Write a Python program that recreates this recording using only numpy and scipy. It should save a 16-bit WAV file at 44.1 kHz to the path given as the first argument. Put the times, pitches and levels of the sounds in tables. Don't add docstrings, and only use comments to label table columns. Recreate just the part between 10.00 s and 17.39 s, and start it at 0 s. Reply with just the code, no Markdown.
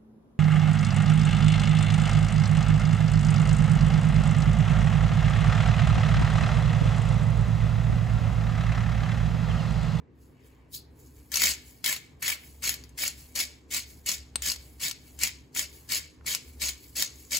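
import sys
import numpy as np
from scipy import signal
from scipy.fft import rfft, irfft, next_fast_len
from scipy.io import wavfile
from scipy.ndimage import uniform_filter1d

SR = 44100
rng = np.random.default_rng(int(sys.argv[2]) if len(sys.argv) > 2 else 0)


def attenuation_scalar(level_db):
    decades = np.asarray(level_db, float) / 20
    return 10 ** decades


def unload_audio(sound):
    columns = np.transpose(np.atleast_2d(sound))
    steps = np.round(np.clip(columns, -1, 1) * 32767)
    wavfile.write(sys.argv[1], SR, steps.astype(np.int16))


N = 325899


def evened(x):
    return x / np.sqrt(np.mean(x ** 2) + 1e-20)


def read(points, hz, column=1):
    table = np.transpose(points)
    return np.interp(np.log(hz + 1), np.log(table[0] + 1), table[column])


def add(mix, s, sound):
    part = mix[..., round(s * SR):][..., :sound.shape[-1]]
    part += sound[..., :part.shape[-1]]


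def resonate(x, hz, width_hz):
    return signal.lfilter(*signal.iirpeak(hz, hz / width_hz, SR), x)


def butter(kind, order, hz):
    return signal.butter(order, hz, kind, fs=SR, output="sos")


def coloured(x, db):
    log_gain = np.log(attenuation_scalar(np.r_[db, db[-2:0:-1]]))
    taps = np.fft.ifft(np.exp(np.conj(signal.hilbert(log_gain)))).real[:2048]
    return signal.oaconvolve(x, taps)[:N]


def drift(per_s):
    span = int(SR / per_s)
    return evened(uniform_filter1d(uniform_filter1d(rng.standard_normal(N), span), span))


def grains(per_s, spread_db, slips_per_s, slip_s, slip):
    slips = np.minimum(rng.exponential(1, N), 2) * (rng.random(N) < slips_per_s / SR)
    clumps = 1 + slip * signal.lfilter([1], [1, -np.exp(-1 / (slip_s * SR))], slips)
    size = attenuation_scalar(spread_db * np.minimum(rng.exponential(1, N), 4)) * clumps
    return evened(size * rng.standard_normal(N) * (rng.random(N) < per_s / SR))


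def scatter(length):
    taps, at = np.zeros((2, length)), np.arange(20, length - 20, 20)
    at = at + rng.integers(0, 20, (2, len(at)))
    np.put_along_axis(taps, at, rng.choice([-1., 1.], at.shape), 1)
    return taps


# f/Hz, density/dB per Hz
AIR_SPECTRUM = [(12, -61), (20, -31), (76, 20), (206, -32.5), (228, -7.5), (300, -17.5), (448, -18.5),
                (575, -29), (1050, -30), (1380, -38.5), (1610, -34.5), (8000, -63), (10400, -100),
                (17600, -120)]
# f/Hz, correlation/1
AIR_LIKENESS = [(25, .99), (90, 1), (200, 0.62), (400, 0.74), (700, 0.11), (3000, 0.33), (8000, .5)]
AIR_DB = -58


def air():
    frames, hz = N // 256 + 5, np.fft.rfftfreq(1024, 1 / SR)
    a, b, c, d, patches = rng.standard_normal((frames, 513, 5)).T
    patches = evened(uniform_filter1d(uniform_filter1d(patches, 6, 0), 14, 1))
    same = np.clip(read(AIR_LIKENESS, hz), -1, 1)[:, None]
    left = a + 1j * b
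    right = same * left + np.sqrt(1 - same ** 2) * (c + 1j * d)
    z = np.array([left, right])
    z *= attenuation_scalar(read(AIR_SPECTRUM, hz)[:, None] + 2.05 * patches) * (hz[:, None] > 90)
    return attenuation_scalar(AIR_DB) * evened(signal.istft(z, nperseg=1024, noverlap=768)[1][:, :N])


# t/s, level/dB
HUM_LEVEL = [(0, -54.5), (.75, -58.5), (1.19, -49), (1.6, -54.5), (1.93, -53), (2.15, -55.5), (2.4, -59),
             (2.55, -53), (3.6, -55), (3.75, -53), (4.35, -49), (4.65, -51.5), (4.95, -60), (5.1, -51),
             (5.4, -57.5), (5.6, -53.5), (6.7, -51.5), (7.39, -56)]
HUM_DIPS = [.08, .39, 1.11, 1.27, 1.63, 1.79, 2.0, 3.6, 5.5, 6.13, 6.38, 6.83, 7.08]
# f/Hz, width/Hz, level/dB
WHINE_LINES = [(252.6, 5.8, -70), (114.6, 5.4, -70), (305.8, 8.1, -71.5)]
HUM_HZ, HUM_WIDTH_HZ, HUM_THROB_DB = 68, 5.9, 1.3
DIP_DB, DIP_S = -10.5, 0.044


def appliance():
    t = np.arange(N) / SR
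    wobble = 1 + 0.22 * drift(31)
    hum = np.cos(2 * np.pi * np.cumsum(HUM_HZ + 2.373 * drift(4.99)) / SR) * wobble
    rumble = evened(resonate(rng.standard_normal(N), HUM_HZ, 3 * HUM_WIDTH_HZ))
    hum = evened(hum + 0.46 * rumble)
    whine = np.zeros(N)
    for hz, width_hz, db in WHINE_LINES:
        line = resonate(rng.standard_normal(N), hz, width_hz)
        whine += attenuation_scalar(db) * evened(resonate(line, hz, width_hz))
    dips_db = sum(DIP_DB * np.exp(-((t - at) / DIP_S) ** 2) for at in HUM_DIPS)
    level_db = np.interp(t, *np.transpose(HUM_LEVEL))
    return hum * attenuation_scalar(dips_db + level_db + HUM_THROB_DB * drift(9)) + whine


# f/Hz, t60/s
KITCHEN_T60 = [(200, 0.78), (1000, 0.43), (4000, 0.44), (9000, 0.18), (16000, 0.06)]


def kitchen(x):
    hz, t, z = signal.stft(scatter(SR // 2), SR, nperseg=256)
    fade = attenuation_scalar(-60 * t / read(KITCHEN_T60, hz)[:, None])
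    tail = signal.istft(z * fade, SR, nperseg=256)[1]
    return signal.fftconvolve(x, tail / np.linalg.norm(tail[0]), axes=1)[:, :N]


def bowl(x, count=4):
    place, out = np.arange(N) / SR * 28, np.zeros((2, N))
    t = np.arange(1500) / SR
    for k in range(count):
        away = (place - k + count / 2) % count - count / 2
        share = np.cos(np.pi / 2 * np.clip(away, -1, 1))
        echo = scatter(1500) * attenuation_scalar(-60 * t / 0.031)
        echo /= np.linalg.norm(echo, axis=1, keepdims=True)
        out += signal.oaconvolve(x * share, echo, axes=1)[:, :N]
    return out


# f/Hz, left-right/dB, left lead/rad
PORT_OFFSETS = [(300, 0.5, -0.12), (723, -4, -1.54), (1200, -3, 0.68), (2200, 3.5, 0.5), (3280, 2, 0.83),
                (4300, 5, -0.088), (5600, 6.5, -0.3), (7000, 1, -0.39), (8900, 7, 1), (15000, -0.9, 0.086)]


def ports(x):
    size = next_fast_len(N, True)
    hz = np.fft.rfftfreq(size, 1 / SR)
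    half = attenuation_scalar(read(PORT_OFFSETS, hz) / 2) * np.exp(.5j * read(PORT_OFFSETS, hz, column=2))
    return irfft(rfft(x, size) * np.array([half, 1 / half]), size)[:, :N]


# t/s, peak/dB, f/Hz, t60/s
KNOCK_EVENTS = [
    (6.2105, -37, 1400, 0.0032),
    (6.247, -38, 1100, .004),
    (1.425, -44, 220, 0.082),
    (1.445, -41, 210, 0.099),
    (1.87, -43.5, 220, .08),
]
# t/s, level/dB
SLIDE_LEVEL = [
    (.715, -80),
    (.74, -39),
    (.8, -56),
    (.9, -82),
]
SLIDE_HZ, SLIDE_WIDTH_HZ = 4400, 1800


def handling():
    s, db = np.transpose(SLIDE_LEVEL)
    grit = grains(per_s=9000, spread_db=-1.5, slips_per_s=54, slip_s=0.0036, slip=.4)
    rush = resonate(resonate(grit, SLIDE_HZ, SLIDE_WIDTH_HZ), SLIDE_HZ, SLIDE_WIDTH_HZ)
    out = evened(rush) * attenuation_scalar(np.interp(np.arange(N) / SR, s, db, left=-120, right=-120))
    t = np.arange(4000) / SR
    for s, db, hz, t60_s in KNOCK_EVENTS:
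        add(out, s, np.sin(2 * np.pi * hz * t) * attenuation_scalar(db - 60 * t / t60_s))
    return out


# f/Hz, level/dB, t60/s
TAP_MODES = [(8140, 3, 0.015), (8560, -35, 0.33), (8340, -27, 0.15), (8140, -34, .2), (4300, 8, 0.0019),
             (1900, -18.5, .002), (900, -34, 0.0036), (6500, 4, 0.0011), (12000, -14.5, .003)]
TAP_S, TAP_DB = 4.3574, -17


def tap():
    out, t = np.zeros(N), np.arange(SR // 4) / SR
    modes = sum(attenuation_scalar(db - 60 * t / t60_s) * np.sin(2 * np.pi * hz * t) for hz, db, t60_s in TAP_MODES)
    sound = modes * attenuation_scalar(TAP_DB)
    add(out, TAP_S, sound)
    add(out, TAP_S + 0.008, sound * attenuation_scalar(-24))
    return out


# t/s, peak/dB, ring f/Hz
SPLIT_CRYSTALS = [(1.3416, -15, 4600), (1.3574, -12, 5940), (1.3714, -16, 6450), (1.4195, -9.5, 4540),
                  (1.4390, -10, 4020), (1.8772, -16.5, 4500), (1.927, -18, 2030), (1.963, -22.5, 3780),
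                  (2.2799, -16, 2050), (2.3005, -18, 2130), (2.6934, -13, 4300), (2.741, -24, 4260),
                  (2.8384, -35.5, 4750), (2.8923, -46, 6400), (3.036, -13, 2250), (3.0783, -16, 7360),
                  (3.7658, -18, 7500), (4.092, -15, 7000), (4.4621, -16, 6740), (4.5182, -19, 4300),
                  (4.561, -28, 4400), (4.912, -22, 4520), (5.2348, -10, 7340), (5.2731, -17, 3960),
                  (5.5935, -15, 7040), (5.9204, -19, 4970), (6.349, -12.5, 5240), (6.6907, -16, 5160),
                  (7.0238, -10.5, 5430), (7.3698, -16.5, 6700),
                  (1.3186, -23, 6200), (1.8425, -15.5, 4070), (1.8615, -15, 4150), (2.2256, -22, 1770),
                  (2.6397, -23, 1710), (2.9881, -25, 2200), (3.3542, -25, 6800), (3.3599, -20.5, 4970),
                  (3.39, -18, 6770), (3.713, -32, 4740), (3.7454, -17.5, 4280), (4.0622, -20, 7450),
                  (4.4212, -18.5, 6800), (5.19, -28, 7280), (5.5496, -29, 7150), (5.5633, -20, 2350),
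                  (5.8911, -31, 4980), (6.6199, -22.5, 5200), (6.2653, -21, 7200), (6.9668, -19.5, 7360),
                  (7.318, -22.5, 7140)]
CRACK_PAN_DB, CRACK_SCATTER_DB = 4.0, 4.0
BURST_DB, BURST_T60_S = -9.5, .035


def cracks():
    out, t = np.zeros((2, N)), np.arange(900) / SR
    rows = SPLIT_CRYSTALS
    sides = rng.standard_normal(len(rows))
    splinters = signal.sosfilt(butter("high", 2, 1500), rng.standard_normal((len(rows), 900)))
    burst = attenuation_scalar(-60 * t / 0.0075) + attenuation_scalar(BURST_DB - 60 * t / BURST_T60_S)
    for (s, db, hz), side, noise in zip(rows, sides, splinters):
        tone = np.sin(2 * np.pi * hz * t)
        tick = 1.1 * tone * attenuation_scalar(-60 * t / .001)
        tick -= uniform_filter1d(tick, 25)
        ring = 0.32 * tone * attenuation_scalar(-60 * t / 0.016)
        sound = tick + ring + 0.44 * noise * burst
        pan_db = (CRACK_PAN_DB + CRACK_SCATTER_DB * side) * np.array([[.5], [-.5]])
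        add(out, s, sound * attenuation_scalar(db + 1.5 + pan_db))
    return out


TRICKLE_RISE, TRICKLE_FIZZ_DB = .45, -1
DULL_FIZZ_PER_JAR = -0.68


def trickle(t, peak_s, fall_s, level_db, jar_db):
    away = np.where(t < peak_s, (peak_s - t) / TRICKLE_RISE, t - peak_s) / fall_s
    fizz_db = TRICKLE_FIZZ_DB + DULL_FIZZ_PER_JAR * max(jar_db + 6.5, 0)
    return level_db - 20 * away, jar_db + 0 * t, fizz_db + 0 * t


# t/s, jar share/dB
GRIP_OPENNESS = [(1.4, -6.5), (2.3, 1), (2.7, -6), (3.4, -9), (4.1, -9.5), (4.5, -6.5), (5.2, -9.5),
                 (5.55, -7.5), (7.2, -11.5)]
CREEP_DB, CREEP_DB_PER_S = -29.5, 650
SAG_DB = -5
LET_GO_S, LET_GO_DB, SETTLE_DB_PER_S = .055, -19, 148
PUSH_FIZZ_DB, FIZZ_FADE_DB, JAR_LINGER_DB = -5.5, -5.5, 1.5
FIZZ_PER_JAR = 0.64


def stroke(t, start_s, hardest_s, length_s, push_db, bite_db):
    u, jar_db = t - start_s, np.interp(start_s, *np.transpose(GRIP_OPENNESS))
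    gone = np.clip((u - length_s) / LET_GO_S, 0, 1)
    swell_db = bite_db * np.clip(1 - u / hardest_s, 0, 1) ** 1.51
    sag_db = SAG_DB * np.clip((u - hardest_s) / (length_s - hardest_s), 0, 1)
    after_db = LET_GO_DB * gone - SETTLE_DB_PER_S * np.maximum(u - length_s - LET_GO_S, 0)
    level_db = np.where(u < 0, CREEP_DB + CREEP_DB_PER_S * u, swell_db + sag_db + after_db)
    fizz_db = PUSH_FIZZ_DB + FIZZ_PER_JAR * jar_db + FIZZ_FADE_DB * gone
    return push_db + level_db, jar_db + JAR_LINGER_DB * gone, fizz_db


# start t/s, hardest after/s, let go after/s, push/dB, first bite re push/dB
TWISTS = [(1.32, 0.13, 0.19, -25.5, -14), (1.840, 0.025, .10, -30, -5), (2.219, 0.072, .11, -33.5, -6.5),
          (2.622, 0.037, .10, -31, -10.5), (2.975, 0.062, .11, -31, -8.5), (3.351, 0.051, 0.071, -26, -12),
          (3.704, 0.053, .09, -30.5, -12), (4.059, 0.039, 0.083, -30, -6), (4.419, 0.06, .10, -30.5, -9),
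          (4.799, .04, 0.088, -30, -13), (5.187, .052, 0.083, -29, -19), (5.544, 0.042, .085, -31, -11),
          (5.888, 0.041, 0.089, -28, -18), (6.259, 0.034, 0.09, -29.5, -10),
          (6.599, 0.039, 0.099, -30, -14), (6.954, 0.046, 0.085, -28, -9.5),
          (7.306, 0.052, 0.068, -26, -14.5)]
# peak t/s, 20 dB fall/s, level/dB, jar share/dB
SALT_TRICKLES = [(.225, 0.16, -71.5, -17), (.44, 0.47, -77.5, 10.5), (.46, 0.17, -71, -8),
                 (0.745, 0.05, -40.5, -29), (1.002, 0.15, -65, -21), (1.06, 0.1, -68, -15),
                 (1.18, 0.7, -68.5, -8), (1.68, .22, -59.5, -6.5), (2.208, .03, -61.5, -9),
                 (2.45, 0.31, -59, -8.5), (2.83, 0.5, -73, 1), (3.2, .22, -56.5, -6), (3.9, .2, -59.5, -10),
                 (4.385, 0.1, -63.5, 6), (4.65, 0.36, -62.5, -9), (5.08, 0.33, -62, -5),
                 (5.75, 0.22, -57.5, -8), (6.245, 0, -62, -3), (6.48, 0.3, -62, -8),
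                 (6.84, 0.3, -59.5, -11), (7.2, 0.26, -58.5, -9)]


def hand():
    t = np.arange(0, N + 88, 88) / SR
    moves = [stroke(t, *row) for row in TWISTS] + [trickle(t, *row) for row in SALT_TRICKLES]
    level, jar, fizz = np.transpose(moves, (1, 0, 2))
    total = [10 * np.log10((attenuation_scalar(level + share) ** 2).sum(0) + 1e-12) for share in (0, jar, fizz)]
    curves = total[0], total[1] - total[0], total[2] - total[0]
    return np.array([np.interp(np.arange(N) / SR, t, curve) for curve in curves])


# f/Hz, level/dB
GRIT_COLOUR = [(45, -41), (150, -4), (350, -5), (750, -23.5), (1050, -18.5), (1400, -15), (1900, -7.5),
               (2600, -4.5), (4500, -7.5), (6000, -6.5), (7200, -3), (9500, -0.5), (13000, 0.5), (15500, 0)]
# f/Hz, width/Hz, level/dB
JAR_MODES = [(602.6, 41, -15.5), (1715, 57, -12.5), (2266, 176, -2.5), (3030, 310, -11.5),
             (1100, 130, -21.5), (4400, 600, -7), (5080, 500, -6.5), (7050, 1560, -2.5), (8200, 700, -11.5)]


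def crunch():
    crunch_db, jar_db, fizz_db = uniform_filter1d(hand(), 260)
    slip = .5 * np.clip((crunch_db + 50) / 20, .2, 1)
    grit = grains(per_s=11000, spread_db=2.5, slips_per_s=90, slip_s=0.0028, slip=slip)
    spot = rng.integers(0, len(JAR_MODES), N)
    rings = np.zeros(N)
    for k, (hz, width_hz, db) in enumerate(JAR_MODES):
        damping_db = 2.46 * drift(18.5)
        rings += attenuation_scalar(db + damping_db) * evened(resonate(grit * (spot == k), hz, width_hz))
    colour_db = read(GRIT_COLOUR, np.fft.rfftfreq(4096, 1 / SR))
    body = evened(coloured(grit, colour_db)) + attenuation_scalar(-8.0) * evened(rings)
    under = [signal.sosfiltfilt(butter("low", 3, hz), body) for hz in (850, 3200, 8000)]
    thud, jar = under[0], under[1] - under[0]
    middle, fizz = under[2] - under[1], body - under[2]
    thud_db = -19.5 + 0.092 * (crunch_db + 39.0)
    mix = evened(middle) + evened(thud) * attenuation_scalar(thud_db)
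    mix += evened(jar) * attenuation_scalar(jar_db + 1.4) + evened(fizz) * attenuation_scalar(fizz_db + 8.5)
    return mix * attenuation_scalar(crunch_db + 0.27)


def scene():
    mill = crunch() + tap() + cracks() + handling()
    bright = signal.sosfilt(butter("high", 2, 400), mill)
    near = ports(mill) + attenuation_scalar(-1.0) * bowl(bright) + attenuation_scalar(-15.0) * kitchen(bright)
    return attenuation_scalar(-4.0) * near + air() + appliance()


def roll_off(x):
    return signal.sosfilt(signal.butter(12, 16970, fs=SR, output="sos"), x)


# low f/Hz, high f/Hz
REVERSED_BANDS = [(8400, 9837), (12700, 14240)]
EDGE_HZ = 15800
JOINED_HZ = 6400
LOOSE_HZ = 520


def record(dry):
    dry = signal.oaconvolve(dry, signal.firwin(301, EDGE_HZ, window=("kaiser", 5), fs=SR)[None], "same")
    hz, t, (left, right) = signal.stft(dry, SR, nperseg=1024)
    band_hz = (np.round(hz / 345) * 345)[:, None]
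    wander_hz = uniform_filter1d(rng.standard_normal((len(t), 8)), 5, 0).T * 450

    def inside(margin_hz, jumps_hz):
        hit = False
        for k, (low, high) in enumerate(REVERSED_BANDS):
            above = band_hz > low - margin_hz + jumps_hz[2 * k]
            hit = hit | (above & (band_hz < high + margin_hz + jumps_hz[2 * k + 1]))
        return hit

    flipped, loose = inside(0, wander_hz[:4]), inside(LOOSE_HZ, wander_hz[4:])
    treble_db = 10 * np.log10((abs(left[hz > JOINED_HZ]) ** 2).sum(0) + 1e-14)
    sudden = abs(np.gradient(treble_db)) > 5.5
    joined = (band_hz > JOINED_HZ + wander_hz[0]) & (flipped | ~loose) & ~sudden
    right = np.where(joined, left * (1 - 2 * flipped), right)
    mix = signal.istft(np.array([left, right]), SR, nperseg=1024)[1][:, :N]
    return roll_off(mix)


dry = scene()
out = record(dry)
unload_audio(out)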